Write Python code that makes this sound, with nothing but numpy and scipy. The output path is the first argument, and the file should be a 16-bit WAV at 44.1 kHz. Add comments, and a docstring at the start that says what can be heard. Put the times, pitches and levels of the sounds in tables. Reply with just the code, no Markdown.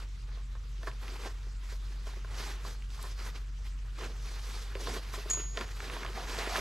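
"""Nylon slides and crinkles over a low motor hum and the faint hiss of the woods.
At a quiet forest campsite someone works a carrying bag down off a folded camp chair.
Hiss and slips make the cloth, pulses its snaps; noise bursts ring the frame in dull knocks.
A strap squeaks in one narrow resonance, and decaying sines make a small metal part clink."""
import sys
import numpy as np
from scipy import signal
from scipy.fft import rfft, irfft, next_fast_len
from scipy.io import wavfile

SR = 44100
rng = np.random.default_rng(int(sys.argv[2]) if len(sys.argv) > 2 else 0)


def put_to_file(sound):
    """Save the sound as 16-bit audio at rate SR, in the file named by the first command-line argument."""
    columns = np.atleast_2d(sound).T  # one column per channel
    safe = np.clip(columns, -1, 1)
    whole_steps = np.round(safe * 32767)
    wavfile.write(sys.argv[1], SR, whole_steps.astype(np.int16))


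N = 291226
T = np.arange(N) / SR


def from_db(db):
    """Decibels to gain."""
    return 10 ** (np.asarray(db) / 20)


def rms_one(x):
    """Scale to unit power."""
    return x / np.sqrt(np.mean(x ** 2) + 1e-20)


def at_hz(points, hz):
    """Read a curve on a log-frequency axis."""
    f, value = np.transpose(points)
    return np.interp(np.log(hz), np.log(f), value)


def drift(rate):
    """Slow random wander, smoothed above about `rate` Hz, rms 1."""
    step = 40  # samples between the slow values
    r = np.exp(-2 * np.pi * rate * step / SR)
    noise = rng.standard_normal(N // step + 2002)
    slow = signal.lfilter([1], [1, -2 * r, r * r], noise)[2000:]  # drop the filter's start-up
    return np.interp(np.arange(N) / step, np.arange(len(slow)), rms_one(slow))


def band(x, low_hz, high_hz):
    """Band-pass."""
    sos = signal.butter(2, [low_hz, min(high_hz, .45 * SR)], "band", fs=SR, output="sos")
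    return signal.sosfilt(sos, x + 1e-18)


def resonate(x, hz, width):
    """One damped resonance, `width` in Hz, with gain of about 1 on top."""
    r = np.exp(-np.pi * width / SR)
    top = np.array([1, 0, -1]) * (1 - r * r) / 2
    return signal.lfilter(top, [1, -2 * r * np.cos(2 * np.pi * hz / SR), r * r], x + 1e-18)


def grains(per_s, spread_db):
    """Tiny slips at random moments, of very unequal size; rms 1."""
    size_db = spread_db * np.minimum(rng.exponential(1, N), 4)
    sizes = from_db(size_db) * rng.choice([-1, 1], N)
    return rms_one(sizes * (rng.random(N) < per_s / SR))


def texture(spectrum, likeness, patchy_db, slips=0):
    """Stereo hiss plus slips, coloured in third-octave bands that each flicker; rms 1."""
    low, high = spectrum[0][0], spectrum[-1][0]
    edges = 16 * 2 ** (np.arange(30) / 3)
    white, out = rng.standard_normal((2, 2, N)), 0
    white[:, 0] = rms_one(white[:, 0] + slips)
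    for k, (a, b) in enumerate(zip(edges, edges[1:])):
        if b > low and a < high:
            mid, side = band(white[k % 2], a, b)  # neighbouring bands use separate noise
            hz = np.sqrt(a * b)
            alike = np.clip(at_hz(likeness, hz), 0, 1)
            gain = from_db(at_hz(spectrum, hz) + patchy_db * drift(15.5))
            stereo = np.sqrt(1 + alike) * mid + np.sqrt(1 - alike) * side * [[1], [-1]]
            out = out + gain * stereo
    return rms_one(out)


# Stereo width of the surroundings. Each row: frequency in Hz, left-right correlation (0 to 1).
FAR_CORRELATION = [(50, 0.94), (110, 1), (300, 0.45), (650, 0.07), (3000, 0.3), (7000, 1), (12000, 1)]
# Motor level over time. Each row: time in seconds, rms level in dB before its slow wander.
HUM_LEVEL = [(0, -38.7), (1.5, -38), (5.3, -38.2), (6.6, -40.5)]
# Motor tones. Each row: frequency in Hz, level in dB relative to the motor level.
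HUM_TONES = [(46.6, 0), (121, -26)]
# Colour of the low rumble. Each row: frequency in Hz, relative level in dB per Hz.
RUMBLE_SPECTRUM = [(20, -28), (35, 6), (55, 2), (80, -2), (125, -3), (160, -14), (220, -22), (350, -32.5)]
# Colour of the woods' hiss. Each row: frequency in Hz, relative level in dB per Hz.
WOODS_SPECTRUM = [(220, 8), (400, -4), (600, -4), (800, -9), (1150, 2.5), (1700, 0), (3000, 0), (5000, -2),
                  (7400, -7), (8600, -13.5), (12000, -23), (14000, -49)]


def background():
    """A distant motor's wavering sines hum over a soft rumble and the hiss of leaves."""
    motor = from_db(np.interp(T, *np.transpose(HUM_LEVEL)) + 0.32 * drift(1.4))
    hum = 0
    for hz, db in HUM_TONES:
        phase = 2 * np.pi * hz * T + .06 * drift(1.2)
        hum = hum + from_db(db) * np.sqrt(2) * np.sin(phase)
    rumble = from_db(-49.0) * texture(RUMBLE_SPECTRUM, FAR_CORRELATION, patchy_db=1.0)
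    woods = from_db(-61.5) * texture(WOODS_SPECTRUM, FAR_CORRELATION, patchy_db=3.5)
    return motor * hum + rumble + woods


# Level lean of the chair. Each row: frequency in Hz, right over left in dB.
RIGHT_OVER_LEFT = [(100, .3), (370, 1.4), (1200, 2.3), (4200, 1.4), (8000, 0.23)]
# Phase lean of the chair. Each row: frequency in Hz, lead of the right ear in radians.
RIGHT_PHASE_LEAD = [(100, .02), (1000, 0.047), (3200, 0.59), (5800, 0.43), (7200, 0.018)]


def place(x):
    """The chair stands a little to the right; ground, truck and trees return faint dull echoes."""
    dull = band(x.mean(axis=0), 540, 3300)
    echoes = np.zeros((2, N))
    for k, delay in enumerate(rng.uniform(0.00359, .06, size=16)):  # seconds
        lag = int(delay * SR)
        echoes[k % 2, lag:] += from_db(-16 - 310 * delay) * dull[:N - lag]
    size = next_fast_len(N + SR // 10)
    hz = np.maximum(np.fft.rfftfreq(size, 1 / SR), 1)
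    ear = np.array([[-.5], [.5]])  # half the difference to each side
    ears = from_db(ear * at_hz(RIGHT_OVER_LEFT, hz)) * np.exp(1j * ear * at_hz(RIGHT_PHASE_LEAD, hz))
    return irfft(rfft(x, size) * ears, size)[:, :N] + echoes


# One strap squeak. The row: centre in seconds, Gaussian half-width in seconds, level in dB, pitch in Hz.
STRAP_SQUEAK = (5.218, .008, -49, 2620)


def squeak():
    """A strap slips briefly against the frame: noise sings in one narrow resonance."""
    centre, length, db, hz = STRAP_SQUEAK
    tone = resonate(rng.standard_normal(N), hz, 160)
    tone = rms_one(resonate(tone, hz, 160))
    return from_db(db) * np.exp(-((T - centre) / length) ** 2 / 2) * tone


# Touches of the metal part. Each row: start in seconds, level in dB that scales modes and tick.
METAL_TOUCHES = [(5.3005, -22), (5.308, -42), (5.3125, -30), (5.332, -28), (5.343, -42), (5.368, -45)]
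# Ringing of the metal part. Each row: mode in Hz, level in dB relative to the touch,
# time to fall 60 dB in seconds.
METAL_MODES = [(4355, -26, .16), (5173, -25, .13), (6130, -21, .07), (6712, -7, .12), (6741, -9, .16),
               (6799, -11, .23), (6856, -12, .17), (6934, -22, .15), (7170, -21, .08), (7470, -21, .08),
               (7770, -21, .08), (8010, -25, .08), (8330, -26, .12), (10020, -28, .08)]
# The mode that sings on. The row: frequency in Hz, own level in dB, time to fall 60 dB in seconds.
SINGING_MODE = (6712, -30.5, .72)


def clink():
    """Small metal bounces a few times, ringing its modes; the second touch leaves one singing on."""
    out = np.zeros((2, N))
    lead = np.array([[-1], [1]]) * .24  # radians: the ring leads at the right ear
    for k, (s, db) in enumerate(METAL_TOUCHES):
        start = int(s * SR)
        t = T[:N - start]
        modes = [(hz, db + level, t60) for hz, level, t60 in METAL_MODES]
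        if k == 1:
            modes.append(SINGING_MODE)
        for hz, level, t60 in modes:
            phase = 2 * np.pi * (hz * t + rng.random()) + lead
            out[:, start:] += from_db(level - 60 * t / t60) * np.sin(phase)
        burst = rng.standard_normal(len(t)) * np.exp(-t / 0.011)
        tick = from_db(-26.0) * band(burst, 6200, 9700) + from_db(-18.0) * band(burst, 700, 10000)
        out[:, start:] += from_db(db) * tick
    return out


# Frame knocks. Each row: time in seconds, level in dB (the rms over 1/8 s lies 23.5 dB lower),
# main resonance in Hz, decay time of the cloth crush in seconds.
FRAME_KNOCKS = [(0.371, -41.5, 1040, 0.013), (0.551, -39.5, 1140, 0.011), (0.83, -34, 1630, 0.0048),
                (0.871, -23, 1150, 0.015), (1.084, -40.5, 1110, .005), (1.257, -26.5, 800, 0.012),
                (1.466, -42.5, 410, .007), (1.723, -39.5, 454, 0.011), (2.068, -36.5, 590, 0.0045),
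                (2.165, -37.5, 370, 0.009), (2.245, -35, 1400, 0.0026), (2.396, -31.5, 1320, 0.0063),
                (2.648, -31.5, 1070, 0.0068), (2.989, -37, 1030, 0.011), (3.038, -30.5, 1040, 0.02),
                (4.018, -30.5, 390, .012), (4.753, -25.5, 397, 0.0082), (4.87, -25, 1040, 0.0036),
                (4.88, -25.5, 446, 0.0054), (4.963, -27.5, 437, 0.0062), (5.137, -30.5, 1040, 0.0064),
                (5.176, -30.5, 423, 0.0095), (5.257, -31, 423, 0.0045), (5.37, -32, 430, 0.0044),
                (5.572, -23.5, 1810, .004), (5.609, -24.5, 1810, 0.0076), (5.896, -30, 1160, 0.0095),
                (5.964, -26.5, 1000, 0.01), (6.047, -25.5, 1190, 0.0065), (6.181, -31, 630, 0.0057),
                (6.384, -24.5, 455, .005), (6.471, -24.5, 367, 0.0055), (6.557, -24, 1100, 0.01),
                (6.579, -23.5, 567, .005)]
# Body of the packed chair. Each row: resonance in Hz, width in Hz, gain in dB.
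CHAIR_MODES = [(393.5, 113, 9), (676, 68, 8), (1040, 50, 6.5), (1330, 140, 4.5), (1400, 270, 1),
               (1810, 25, 6), (3400, 210, -9.5)]


def knocks():
    """Each knock is a click and a brief crush of cloth that rings the damped frame."""
    out, t = np.zeros(N + SR), T[:SR // 8]
    for s, db, hz, length in FRAME_KNOCKS:
        crush = rng.standard_normal(len(t)) * np.exp(-t / max(length, .001))
        crush[0] += 14  # the click
        frame = 0
        for k, (mode_hz, width, level) in enumerate(CHAIR_MODES):
            frame = frame + (-1) ** k * from_db(level) * resonate(crush, mode_hz, width)
        frame = resonate(frame, hz, 1.44 * hz)  # the place of the blow favours modes near its own pitch
        struck = resonate(crush, hz, .11 * hz)
        edge = band(crush, 4700, 4900)
        knock = rms_one(struck) + from_db(5) * rms_one(frame) + from_db(-11) * rms_one(edge)
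        start = int((s + 0.00166) * SR)  # sounds 1.66 ms after the listed time
        out[start:start + len(t)] += from_db(db - 23.5) * rms_one(knock)
    return out[:N]


# Snapping creases. Each row: start in seconds, peak level in dB, centre frequency in Hz.
CREASE_SNAPS = [(0.781, -43.5, 2800), (0.872, -31, 1400), (.915, -39, 2300), (1.081, -32.5, 2170),
                (2.823, -38, 2330), (2.904, -40.5, 3020), (3.028, -30, 10000), (4.753, -28, 2020),
                (5.5737, -22.5, 2600), (5.59, -31, 3460), (5.6115, -28.5, 1850), (5.804, -26.5, 1490),
                (5.9, -29, 2190), (5.9673, -31, 1700), (6.033, -27, 1500), (6.0636, -27, 2070),
                (6.237, -33.5, 880), (6.5575, -19, 1180), (6.564, -20, 3600)]


def snaps():
    """A crease buckles in one sharp pulse, and the cloth around it shivers briefly."""
    out, t = np.zeros(N + SR), T[:SR // 20]
    for s, db, hz in CREASE_SNAPS:
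        pulse = 0.05 * rng.standard_normal(len(t)) * np.exp(-t / 0.0044)
        pulse[0] = 1
        snap = resonate(pulse, hz, min(.8 * hz, 6000))
        snap = resonate(snap, hz, min(0.85 * hz, 8000))
        start = int(s * SR)
        out[start:start + len(t)] += from_db(db) * snap / np.abs(snap).max()
    return out[:N]


def stroke(start, length, db, swell_db):
    """One slide: the cloth takes up speed, swells or sags in level, and comes to rest."""
    attack_s, release_s = 0.02, 0.026
    held = np.clip((T - start) / max(length, .005), 0, 1)
    before = np.maximum(start - T, 0) / attack_s
    after = np.maximum(T - start - length, 0) / release_s
    return from_db(db + swell_db * (held - .5)) * np.exp(-np.minimum(before + after, 20))


# Slides by the hands, before the layers' own trims. Each row: start in seconds, length in seconds,
# rub level in dB, swell over the stroke in dB, low flap relative to rub in dB,
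# high swish relative to rub in dB.
HAND_STROKES = [(0.0, 0.037, -55, -6.5, -2.5, -5), (0.28, 0.11, -62, 4, -5.5, -12),
                (0.814, 0.064, -57.5, 9, 1, -1.5), (1.016, 0.15, -54.5, -0.5, -2, -2.5),
                (1.2, 0.072, -49.5, 4.5, -2.5, -4.5), (1.644, 0.11, -59, 3.5, -15, -1),
                (1.85, 0.076, -62.5, -4.5, -2.5, 0), (2.075, 0.12, -59, -17.5, -6, -3.5),
                (2.294, 0.07, -53.5, 3, -5, -6), (2.395, .13, -47.5, -4.5, -5, -2),
                (2.572, 0.055, -55.5, 8, -7, -7.5), (2.649, 0.085, -55, -5, -1.5, 1),
                (2.919, 0.051, -58.5, 1, -5.5, 1.5), (3.012, 0.11, -56.5, -7.5, -3.5, 3),
                (3.192, 0.085, -50.5, 6, -7, -2), (3.351, 0.02, -52, 3.5, -4.5, -4),
                (3.663, 0.038, -57.5, -7, -12, -4), (3.99, 0.063, -47.5, 2, -3, -7),
                (4.077, 0.032, -56, -3, 6.5, -4), (4.211, .13, -56.5, 6.5, -4.5, 1),
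                (4.399, 0.23, -56, 7, -3.5, 2.5), (4.813, 0.033, -49, 0, 3, 3),
                (4.875, 0.11, -46.5, -2, 2, -1), (5.134, 0.09, -51, -4, -6, -0.5),
                (5.313, 0.0088, -46.5, -16, -5.5, -6), (5.399, .025, -52, -2, -2, -5.5),
                (5.574, 0.047, -47, 2.5, 0, -7), (5.802, 0.18, -50.5, 0, -2.5, -3.5),
                (6.012, 0.082, -50, -1, -1.5, -24), (6.152, 0.075, -48.5, 1.5, -1, -4),
                (6.297, 0.094, -46.5, -1, -4.5, -2.5), (6.392, .22, -40, 6, -8, -4.5)]
# Light shuffling of the held bag. Each row: time in seconds, rub level in dB before the layer trims.
SHUFFLE_LEVEL = [(0, -68.5), (0.7, -65.5), (1.35, -60.5), (1.6, -66), (2.3, -60), (2.85, -65), (3.15, -61),
                 (3.5, -68.5), (3.85, -66.5), (4.0, -60.5), (4.7, -56), (5.35, -53.5), (5.5, -61),
                 (5.7, -53.5), (6.6, -52.5)]


def handling():
    """Strokes and light shuffling add in power; gains of rub, flap and swish."""
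    shuffle = from_db(np.interp(T, *np.transpose(SHUFFLE_LEVEL)))
    power = np.outer(from_db([0, -6, -3.5]), shuffle) ** 2  # rub, flap, swish
    for start, length, db, swell_db, flap_db, swish_db in HAND_STROKES:
        slide = stroke(start, length, db, swell_db)
        power += np.outer(from_db([0, flap_db, swish_db]), slide) ** 2
    return np.sqrt(power)


# Colour of the loose bag's flap. Each row: frequency in Hz, relative level in dB per Hz.
FLAP_SPECTRUM = [(150, -10), (240, -1), (320, -5), (430, -1), (560, -6.5), (850, -7.5), (1400, -39)]
# Colour of the rubbed creases. Each row: frequency in Hz, relative level in dB per Hz.
CREASE_SPECTRUM = [(400, -14.5), (700, -6), (1150, 2.5), (1700, 1), (2500, -2), (3500, -6), (5500, -24)]
# Colour of the swishing weave. Each row: frequency in Hz, relative level in dB per Hz.
WEAVE_SPECTRUM = [(2200, -9.5), (3600, 2), (5000, 4.5), (7200, -2), (8500, -10), (11500, -8), (13500, -40)]
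# Colour of the bag's rasp. Each row: frequency in Hz, relative level in dB per Hz.
RASP_SPECTRUM = [(450, -27), (620, -6), (780, 6), (1000, -7), (1400, -17)]
# Stereo width of the cloth. Each row: frequency in Hz, left-right correlation (0 to 1).
CLOTH_CORRELATION = [(200, .98), (600, .97), (1200, .96), (2200, .93), (5000, .92), (8000, .94),
                     (12000, .94)]
# Last pulls along the frame. Each row: start in seconds, length in seconds, level in dB,
# swell over the pull in dB.
RASPING_PULLS = [(6.18, 0.061, -48, -9), (6.38, 0.23, -46, 3)]


def cloth():
    """Nylon sticks and slips: creases pop, the weave swishes, the bag flaps and rasps on the frame."""
    rub, flap, swish = handling()
    grip = drift(28.6)  # the hand drags in jerks
    slips = grains(per_s=500, spread_db=3.5)

    low = texture(FLAP_SPECTRUM, CLOTH_CORRELATION, patchy_db=1.0, slips=0.93 * slips)
    body_hz, body_width, _ = CHAIR_MODES[0]
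    low = rms_one(low + 0.89 * resonate(low, body_hz, body_width))  # the packed bag is a hollow body
    low = flap * from_db(-0.5 + 2.0 * grip) * low

    creases = texture(CREASE_SPECTRUM, CLOTH_CORRELATION, patchy_db=1.24, slips=0.3 * slips)
    # small wrinkles pop one by one, each ringing a few cycles at one of ten pitches
    wrinkles = 0
    for hz in np.geomspace(850, 4200, 10):
        wrinkles = wrinkles + resonate(grains(per_s=14, spread_db=3), hz, .12 * hz) / hz ** .8
    middle = from_db(-0.56) * creases + from_db(-7.5) * rms_one(wrinkles)
    middle = rub * from_db(1.97 * grip) * middle

    high = texture(WEAVE_SPECTRUM, CLOTH_CORRELATION, patchy_db=1.7, slips=0.04 * slips)
    high = swish * from_db(0.5 + 1.15 * grip) * high

    rasp = texture(RASP_SPECTRUM, CLOTH_CORRELATION, patchy_db=2.0, slips=1.4 * slips)
    rasp = sum(stroke(*pull) for pull in RASPING_PULLS) * rasp
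    return low + middle + high + rasp


def scene():
    """Bag and chair in front of the forest."""
    return place(cloth() + knocks() + snaps() + squeak() + clink()) + background()


def record(dry):
    """The top is cut steeply above 14.3 kHz."""
    return signal.sosfilt(signal.ellip(10, .2, 80, 14300, fs=SR, output="sos"), dry)


dry = scene()
out = record(dry)
put_to_file(out)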